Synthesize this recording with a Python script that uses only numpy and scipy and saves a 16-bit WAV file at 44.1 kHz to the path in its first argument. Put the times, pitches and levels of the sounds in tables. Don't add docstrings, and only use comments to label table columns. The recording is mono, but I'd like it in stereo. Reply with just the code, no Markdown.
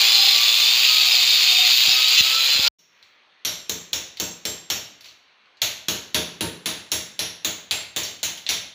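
import sys
import numpy as np
from scipy import signal
from scipy.io import wavfile
from scipy.ndimage import uniform_filter1d

SR = 44100
rng = np.random.default_rng(int(sys.argv[2]) if len(sys.argv) > 2 else 0)


def wav_record(signal):
    frames = np.transpose(np.atleast_2d(signal))
    bounded = np.clip(frames, -1, 1)
    quanta = np.round(bounded * 32767).astype(np.int16)
    wavfile.write(sys.argv[1], SR, quanta)


def to_linear_factor(level_db):
    exponent = np.asarray(level_db, float) / 20
    return 10 ** exponent


N = 385434
T = np.arange(N) / SR

# (time [s], crack peak [dB], wall thud [dB], room [dB], steel brightness [dB])
BLOWS = [(3.449, -12.5, -3, 10.5, -0.5), (3.695, -11.5, 4.5, 4, 7), (3.9308, -10.5, -1.5, 6.5, 4.5),
         (4.199, -14, 7.5, 8, 9.5), (4.4528, -13.5, 4, 7, 3.5), (4.701, -10.5, -2.5, 8.5, 3.5),
         (5.6175, -8, -7.5, 9.5, 2.5), (5.884, -9.5, 4.5, 7.5, 3.5), (6.145, -8, 5, 9, -1),
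         (6.4081, -13, 10.5, 8, -2), (6.658, -11.5, 0.5, 9.5, -1.5), (6.917, -12, 1, 10.5, 4.5),
         (7.1912, -12, -1.5, 10, -4.5), (7.447, -10, 1.9, 7.5, 7), (7.71, -9, -7, 8.5, -0.5),
         (7.962, -14, -2, 12, 4.5), (8.23, -12.5, -4.5, 10, 6), (8.49, -10.5, -6, 12, -0.5)]


def grinder():
    # (time [s], commutator whine, ten times the shaft [Hz], whine level [dB])
    speed = [(0, 1152, -46.5), (.2, 1155, -45), (.43, 1162, -42), (.65, 1188, -45.5), (.8, 1240, -55),
             (.92, 1267, -38), (1.02, 1262, -42.5), (1.12, 1230, -53), (1.3, 1217, -48.5),
             (1.6, 1225, -53.5), (1.9, 1253, -51.5), (1.99, 1269, -35.5), (2.15, 1272, -49),
             (2.3, 1301, -38.5), (2.38, 1329, -33), (2.46, 1346, -40.5), (2.6, 1382, -49.5),
             (2.68, 1401, -31)]
    # (start [s], end [s], pitch [Hz], level [dB])
    songs = [(0.064, .42, 4130, -20), (0, 0.41, 5030, -26), (0.444, .78, 8400, -46),
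             (0.879, 1.006, 4380, -25), (1.112, 1.168, 5000, -21), (1.876, 1.982, 5260, -28),
             (2.22, 2.405, 2740, -44)]
    # (time [s], peak [dB], top frequency [Hz])
    knocks = [
        (1.881, -31, 400),
        (2.207, -24.5, 503),
        (2.559, -36.5, 402),
        (2.594, -22.5, 900),
    ]
    stop_s = 2.685
    t = T[:round(stop_s * SR)]
    whine_hz, whine_db = columns(speed, t)
    out = scratch(t, whine_hz) + motor(t, whine_hz, whine_db)
    for row in songs:
        add(out, row[0], sing(*row))
    add(out, 2.172, squeal(2.214 - 2.172))
    for s, db, top_hz in knocks:
        add(out, s, bump(db, top_hz))
    out[-350:] *= np.hanning(700)[350:]
    return np.pad(out, (0, N - len(out)))


def scratch(t, whine_hz):
    # (time [s], grit level [dB])
    feed = [(0, -16.5), (.4, -17), (.64, -18), (.9, -16.5), (1.2, -17.5), (1.55, -16.5), (1.92, -16),
            (1.97, -18.5), (2.16, -15.5), (2.22, -20), (2.27, -17), (2.36, -20), (2.5, -18.5), (2.62, -21),
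            (2.68, -16.5)]
    # (frequency [Hz], density [dB per Hz])
    grit_colour = [(40, -47), (300, -41.5), (560, -29), (900, -24.5), (1730, -23), (2500, -11.5),
                   (3600, -3.5), (4700, -4), (5800, -19.5), (7100, -15.5), (8100, -38.5), (9300, -35),
                   (12700, -31), (15300, -18.5)]
    # (frequency [Hz], width [Hz], level over the grit [dB])
    blade_modes = [(2573, 295, 3.5), (2880, 22, -4), (4227, 90, -6), (4570, 30, -2.5), (5000, 21, -11),
                   (5260, 20, -5), (5760, 45, 7.5), (6500, 200, 0.5), (7250, 470, 1.5),
                   (7770, 70, 6), (8400, 130, 8), (9640, 80, 15), (10300, 60, 6), (10700, 60, 6),
                 (11000, 50, 6), (11300, 110, 10), (11850, 60, 15), (13100, 50, 4), (13500, 60, 10),
                 (14300, 90, 6)]
    repeat, runout = .3, .18
    body_follows, dust_follows = .3, .4
    body_ends_db, deepest_s, dust_db_per_s = 2.5, 1.45, -.8

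    turns = np.cumsum(whine_hz / 10) / SR
    fresh = rng.standard_normal(len(t))
    grit = np.sqrt(1 - repeat) * fresh + np.sqrt(repeat) * rim_pattern(turns)
    wobble = 1 + runout * np.cos(2 * np.pi * turns)
    grit *= to_linear_factor(1.55 * drift(len(t), [70])) * wobble

    rings = 0
    for hz, width, db in blade_modes:
        wandering_hz = hz * (1 + .002 * drift(len(t), [6000]))
        ring = evened(resonate(resonate(grit, hz, 8 * width), wandering_hz, width))
        level_db = read(grit_colour, hz) + db + 0.92 * drift(len(t), [5000])
        rings = rings + ring * np.sqrt(width) * to_linear_factor(level_db)

    def pressure_colour(hz, s):
        ease = -17 - columns(feed, s)[0]
        body = (1 - body_follows) * ease + body_ends_db * ((s / deepest_s - 1) ** 2 - .33)
        dust = (1 - dust_follows) * ease + dust_db_per_s * (s - deepest_s)
        tilt = body * (1 - step(hz, 1900)) + dust * step(hz, 8000)
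        return tilt + 0.77 * drift((len(hz), len(s)), [5, 25])

    wide = shaped(grit, lambda hz, s: read(grit_colour, hz) + 0 * s)
    both = shaped(wide + rings / np.sqrt(np.pi * SR / 4), pressure_colour)
    return evened(both) * to_linear_factor(columns(feed, t)[0] + 1.64)


def rim_pattern(turns):
    pattern = drift((int(turns[-1]) + 2, 360), [12])
    return pattern[turns.astype(int), (turns % 1 * 360).astype(int)]


def sing(start, end, hz, db):
    u = np.arange(start, end, 1 / SR)
    whistle = evened(resonate(rng.standard_normal(len(u)), hz, 25))
    return to_linear_factor(db) * whistle * signal.windows.tukey(len(u), .5)


def squeal(length_s):
    # (frequency [Hz], level [dB])
    locked_modes = [(1986, -33), (2595, -21), (2756, -21), (3047, -21), (3499, -17.5), (3957, -33.5),
                    (4118, -17.5), (4877, -40), (5276, -30), (5647, -31), (6255, -25.5), (7004, -27.5)]
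    u = np.arange(0, length_s, 1 / SR)
    tones = sum(to_linear_factor(db + 2.0) * np.cos(2 * np.pi * (hz * u + rng.random())) for hz, db in locked_modes)
    return tones * signal.windows.tukey(len(u), .3)


def bump(db, top_hz):
    u = np.arange(2000) / SR
    rub = np.exp(-u / .006) * rng.standard_normal(len(u))
    shove = 3.3 * np.exp(-u / 0.0012)
    push = signal.lfilter(*signal.butter(2, [60, top_hz], "band", fs=SR), rub + shove)
    return to_linear_factor(db) * push / abs(push).max()


def motor(t, whine_hz, whine_db):
    # (start [s], end [s], from pitch [Hz], to pitch [Hz], level [dB])
    gear_spells = [
        (-.1, 0.487, 802, 770, -39),
        (.9, 1.42, 746, 720, -46),
        (1.42, 1.75, 734, 734, -40),
        (1.853, 1.998, 753, 753, -41.5),
    ]
    # (time [s], hum pitch [Hz], level [dB])
    fan_hum = [(0, 399, -51), (.6, 426.4, -60.5), (1.2, 440, -63), (2, 459.5, -58.5), (2.28, 479, -53),
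               (2.4, 512, -52.5), (2.68, 535, -48.5)]
    # (frequency [Hz], width [Hz], swell [dB])
    third_peaks = [(3545, 89, 3.5), (3710, 81, 2), (4086, 50, 5.5), (4197, 32, 11)]
    # (start [s], end [s], level [dB])
    fan_whistles = [
        (.75, 1.097, -42.5),
        (1.68, 1.89, -31),
        (2.08, 2.37, -42),
    ]
    third_db = -28 + 3 * drift(len(t), [4000])
    third_db += sum(db * np.exp(-((3 * whine_hz - hz) / w) ** 2) for hz, w, db in third_peaks)
    lines = tone(whine_hz, whine_db, 0.29) + tone(3 * whine_hz, third_db, 1.0)
    lines += tone(*columns(fan_hum, t), 0.85)
    for start, end, from_hz, to_hz, db in gear_spells:
        gear_hz = np.interp(t, [start, end], [from_hz, to_hz])
        lines += spell(t, start, end) * tone(gear_hz, db, .9)
    gusts = to_linear_factor(-62.5) + sum(to_linear_factor(db) * spell(t, start, end) for start, end, db in fan_whistles)
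    return lines + gusts * tone(11.8 * whine_hz, 0, .4)


def tone(hz, db, width):
    waver = 1 + min(width, .35) * drift(len(hz), [700])
    return np.sqrt(2) * to_linear_factor(db) * waver * np.cos(2 * np.pi * np.cumsum(hz) / SR)


def spell(t, start, end):
    return np.sin(np.pi * np.clip((t - start) / (end - start), 0, 1)) ** 1.6


def hammering():
    # (first blow [s], shank at 5.7 kHz [dB], thin ring [dB], hammer head [Hz], head drift [Hz per s])
    grips = [
        (3.449, -0.5, -26, 11200, 500),
        (5.617, -4, -32.5, 11430, -250),
    ]
    # (time [s], extra shank at 5.7 kHz [dB], extra head [dB], extra thin ring [dB], head pitch factor [1])
    askew = [(3.449, 3, 1, -2, 1.04), (3.6951, -2, -1, 3, 1.02), (3.9307, 0.5, -4.5, -18, 0.93),
             (4.701, 0, -1.5, -0.5, 1), (6.145, 1, 2, 3, 0.96), (6.4067, -4, 3.5, 1, 0.89),
             (6.658, -3, 1, 5.5, 0.9), (6.917, 1.5, 2.5, 4.5, 0.94), (7.1909, 6.5, 0.5, -7, 0.96),
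             (7.447, -7, -4.5, -2, 0.93), (7.71, -8, -1.5, 13, 0.94), (7.962, -6, -5, 0.5, 0.96),
             (8.23, -3, -3, 4, 0.91), (8.49, 2, -1.5, 3, 0.98)]
    earlier_blow = 2.62, -17, [0.5, -16, 9.5, 3, 5, 13]
    square_db = -10.5
    out = np.zeros(N)
    for s, db, thud, wet, bright in BLOWS:
        first, shank, ring, head_hz, drift_hz = grips[int(s > grips[1][0] - .1)]
        usual = (s, 0, 0, 0, 1)
        _, more_shank, more_head, more_ring, pitch = next((row for row in askew if abs(row[0] - s) < .05), usual)
        glance = square_db - db
        knock = 0.38 * thud
        shank_db = shank + more_shank + 0.28 * bright
        head_db = 4.5 + more_head + 0.59 * glance
        tip_db = -2 + 0.99 * bright
        ring_db = ring + more_ring + 2.3 * glance
        head_hz = pitch * (head_hz + drift_hz * (s - first))
        colours = [thud, knock, shank_db, bright, head_db, tip_db]
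        add(out, s, to_linear_factor(db) * strike(colours, wet, ring_db, 0.19, head_hz=head_hz))
    s, db, colours = earlier_blow
    add(out, s, to_linear_factor(db) * strike(colours, 11.0, -58, .45))
    return out


def chips():
    # (time [s], peak [dB], pitch [Hz], clank [dB], air [dB])
    landings = [(3.0265, -40, 4030, -6, -9), (4.171, -27, 4250, -6, -7), (5.008, -35, 4430, -3, 1),
                (5.043, -32.5, 4460, -6, -6), (5.057, -32.5, 2770, -3, -4), (5.085, -36, 4150, -8, -14),
                (5.111, -52, 4000, -5, -15), (5.457, -52, 4000, -17, -19), (5.57, -45, 4230, -8, -19),
                (8.033, -23, 4530, 13, 11), (8.05, -18, 4600, -16, -2), (8.374, -28, 3160, -1, 2),
                (8.4645, -16.5, 3970, -10, -17)]
    out = np.zeros(N)
    for s, db, hz, clank, air in landings:
        colours = [-12, -5, clank, clank, air, air]
        add(out, s, to_linear_factor(db) * strike(colours, 6.3, -60, 0.27, hz / 1.01, 4.3))
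    return out


def strike(colours, wet_db, ring_db, echo, hz=3800, focus_db=0.94, head_hz=11300):
    # (frequency [Hz], level [dB], 60 dB decay [s])
    chisel_modes = [(5670, -12, 0.28), (6100, -15, 0.31), (5160, -35, 0.21), (6650, -1.5, 0.089),
                    (6700, -13, 0.097)]
    # (frequency [Hz], level [dB], 60 dB decay [s])
    wall_modes = [(76.6, 4.5, 0.29), (105.7, 2.5, 0.3), (169.4, -3, 0.7), (195.7, -3.5, 0.58),
                  (239, -2, 0.33), (294, 7, 0.16), (329.7, 11, 0.23), (444.3, 3.5, 0.34), (623, 4, 0.39),
                  (924, 4, 0.3)]
    t = np.arange(SR) / SR
    click = coloured_click(colours, hz, focus_db, head_hz)

    burst = rng.standard_normal(400) * np.exp(-t[:400] / 0.014) * (1 - np.exp(-t[:400] / 0.000067))
    burst /= np.linalg.norm(burst)
    burst[50] += .55
    echoes = np.zeros(1200)
    echoes[rng.integers(120, 1200, 6)] = echo * rng.uniform(-0.56, 1, 6)
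    echoes[0] = 1
    crack = signal.fftconvolve(click, np.convolve(burst, echoes))[:len(t)]

    flash = crack + 0.98 * resonate(crack, 0.894 * hz, 435) + 1.95 * resonate(crack, 1.078 * hz, 450)
    flash += 1.1 * np.exp(-t / 0.0016) * resonate(crack, 11400, 4400)
    thin_ring = modes([(7504, 1.65 * ring_db + 4.0, 0.36)], t, 0)
    steel = to_linear_factor(colours[2] - 33) * modes(chisel_modes, t, 1.1) + thin_ring
    swell = np.exp(-t / 0.36) * (1 - np.exp(-t / 0.041))
    boom = to_linear_factor(colours[0] + wet_db - 44.5) * swell * modes(wall_modes, t, 2.3)
    return to_linear_factor(7.5) * (flash + room(click + 0.58 * steel, wet_db) + steel + boom)


def coloured_click(colours, hz, focus_db, head_hz):
    # (frequency [Hz], density [dB per Hz])
    crack_colour = [(40, -46), (65, -8), (350, -4.5), (1200, -9), (2400, -2.5), (3600, 2), (4500, -0.5),
                    (5100, -8.5), (5500, 4.5), (7300, -5.5), (8300, -19.5), (11300, -19.5), (13600, -17),
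                    (14800, -6.5)]
    # (low edge [Hz], high edge [Hz])
    zones = [(130, 560), (700, 1800), (5250, 6150), (6150, 7700), (8500, 13600), (13600, 30000)]
    f = np.fft.rfftfreq(SR, 1 / SR)
    db = read(crack_colour, f) + focus_db * np.exp(-(np.log((f + 1) / hz) / 0.12) ** 2)
    for colour, (low, high) in zip(colours, zones):
        db += colour * (step(f, low - 1, share=0.021) - step(f, high, share=0.065))
    db += 10 * np.exp(-(np.log((f + 1) / head_hz) / .085) ** 2)
    db += 1.1 * drift(len(f), [350])
    full = np.log(to_linear_factor(np.r_[db, db[-2:0:-1]]))
    click = np.fft.ifft(np.exp(full - 1j * signal.hilbert(full).imag)).real
    return click / np.linalg.norm(signal.lfilter(*signal.butter(2, [1800, 5000], "band", fs=SR), click))


def modes(table, t, spread):
    total = 0
    for hz, db, t60 in table:
        decay = to_linear_factor(db + spread * rng.standard_normal() - 60 * t / t60)
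        detune = rng.uniform(1 - spread / 150, 1 + spread / 150)
        total = total + decay * np.sin(2 * np.pi * hz * detune * t)
    return total


def room(x, wet_db):
    # (frequency [Hz], 60 dB decay [s])
    decay_times = [(60, 0.66), (160, 0.66), (420, 0.63), (1100, 0.58), (2900, 0.54), (4900, 0.49),
                   (5800, 0.48), (7000, 0.43), (9000, 0.41), (15000, 0.33)]
    taps = shaped(rng.standard_normal(len(x)), lambda hz, s: -60 * s / read(decay_times, hz), size=256)
    taps *= 1 - np.exp(-np.arange(len(x)) / (0.0037 * SR))
    return signal.fftconvolve(x, taps * to_linear_factor(wet_db) / np.linalg.norm(taps))[:len(x)]


def hush():
    # (frequency [Hz], density [dB per Hz])
    air_colour = [(40, -24), (60, -32), (200, -17), (440, -13.5), (1000, -9), (2600, -6), (4400, -12),
                  (5000, -24), (6400, -25), (7000, -40), (16500, -54)]

    def shifting(hz, s):
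        return read(air_colour, hz) + 1.4 * drift((len(hz), len(s)), [8, 12])

    return to_linear_factor(-58) * evened(shaped(rng.standard_normal(N), shifting, size=1024))


def evened(x):
    return x / np.sqrt(np.mean(x ** 2) + 1e-20)


def read(points, hz):
    f, value = np.transpose(points)
    return np.interp(np.log(hz + 1), np.log(f + 1), value)


def columns(rows, t):
    s, *values = np.transpose(rows)
    return [np.interp(t, s, v) for v in values]


def add(mix, s, sound):
    part = mix[round(s * SR):][:len(sound)]
    part += sound[:len(part)]


def resonate(x, hz, width):
    turn = np.exp(2j * np.pi * np.cumsum(hz * np.ones(len(x))) / SR)
    r = np.exp(-np.pi * width / SR)
    return 2 * (turn * signal.lfilter([1 - r], [1, -r], x / turn + 1e-18)).real


def shaped(x, db_of, size=512):
    overlap = 3 * size // 4
    hz, t, z = signal.stft(x, SR, nperseg=size, noverlap=overlap)
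    z = z * to_linear_factor(db_of(hz[:, None], t))
    return signal.istft(z, SR, nperseg=size, noverlap=overlap)[1][:len(x)]


def step(hz, at_hz, share=0.048):
    return .5 + .5 * np.tanh((hz - at_hz) / (share * at_hz))


def drift(shape, spans):
    field = rng.standard_normal(shape)
    for axis, span in enumerate(spans):
        field = uniform_filter1d(field, span, axis=axis)
    return evened(field)


def band_limit(x, hz):
    return signal.oaconvolve(x, signal.firwin(1201, hz, window=("kaiser", 8), fs=SR)[None], "same")


def scene():
    start_s, fade_db, fade_s = 2.785, -12, 0.21
    wall_work = (hammering() + chips() + hush()) * np.clip((T - start_s) / .008, 0, 1)
    wall_work *= to_linear_factor(fade_db * np.clip(1 - (T - start_s) / fade_s, 0, 1))
    return np.tile(grinder() + wall_work, (2, 1))


def roll_off(x):
    return signal.sosfilt(signal.butter(12, 16720, fs=SR, output="sos"), x)


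def record(dry):
    dry = 1.3 * np.tanh(signal.lfilter(*signal.butter(3, 55, "high", fs=SR), dry) / 1.3)
    low = band_limit(dry, 15520)
    attacks = sum(np.exp(-abs(T - row[0] - .003) / .004) for row in BLOWS)
    leak = band_limit(attacks * (dry - low), 16500)
    return roll_off(low + 0.14 * leak)


dry = scene()
out = record(dry)
wav_record(out)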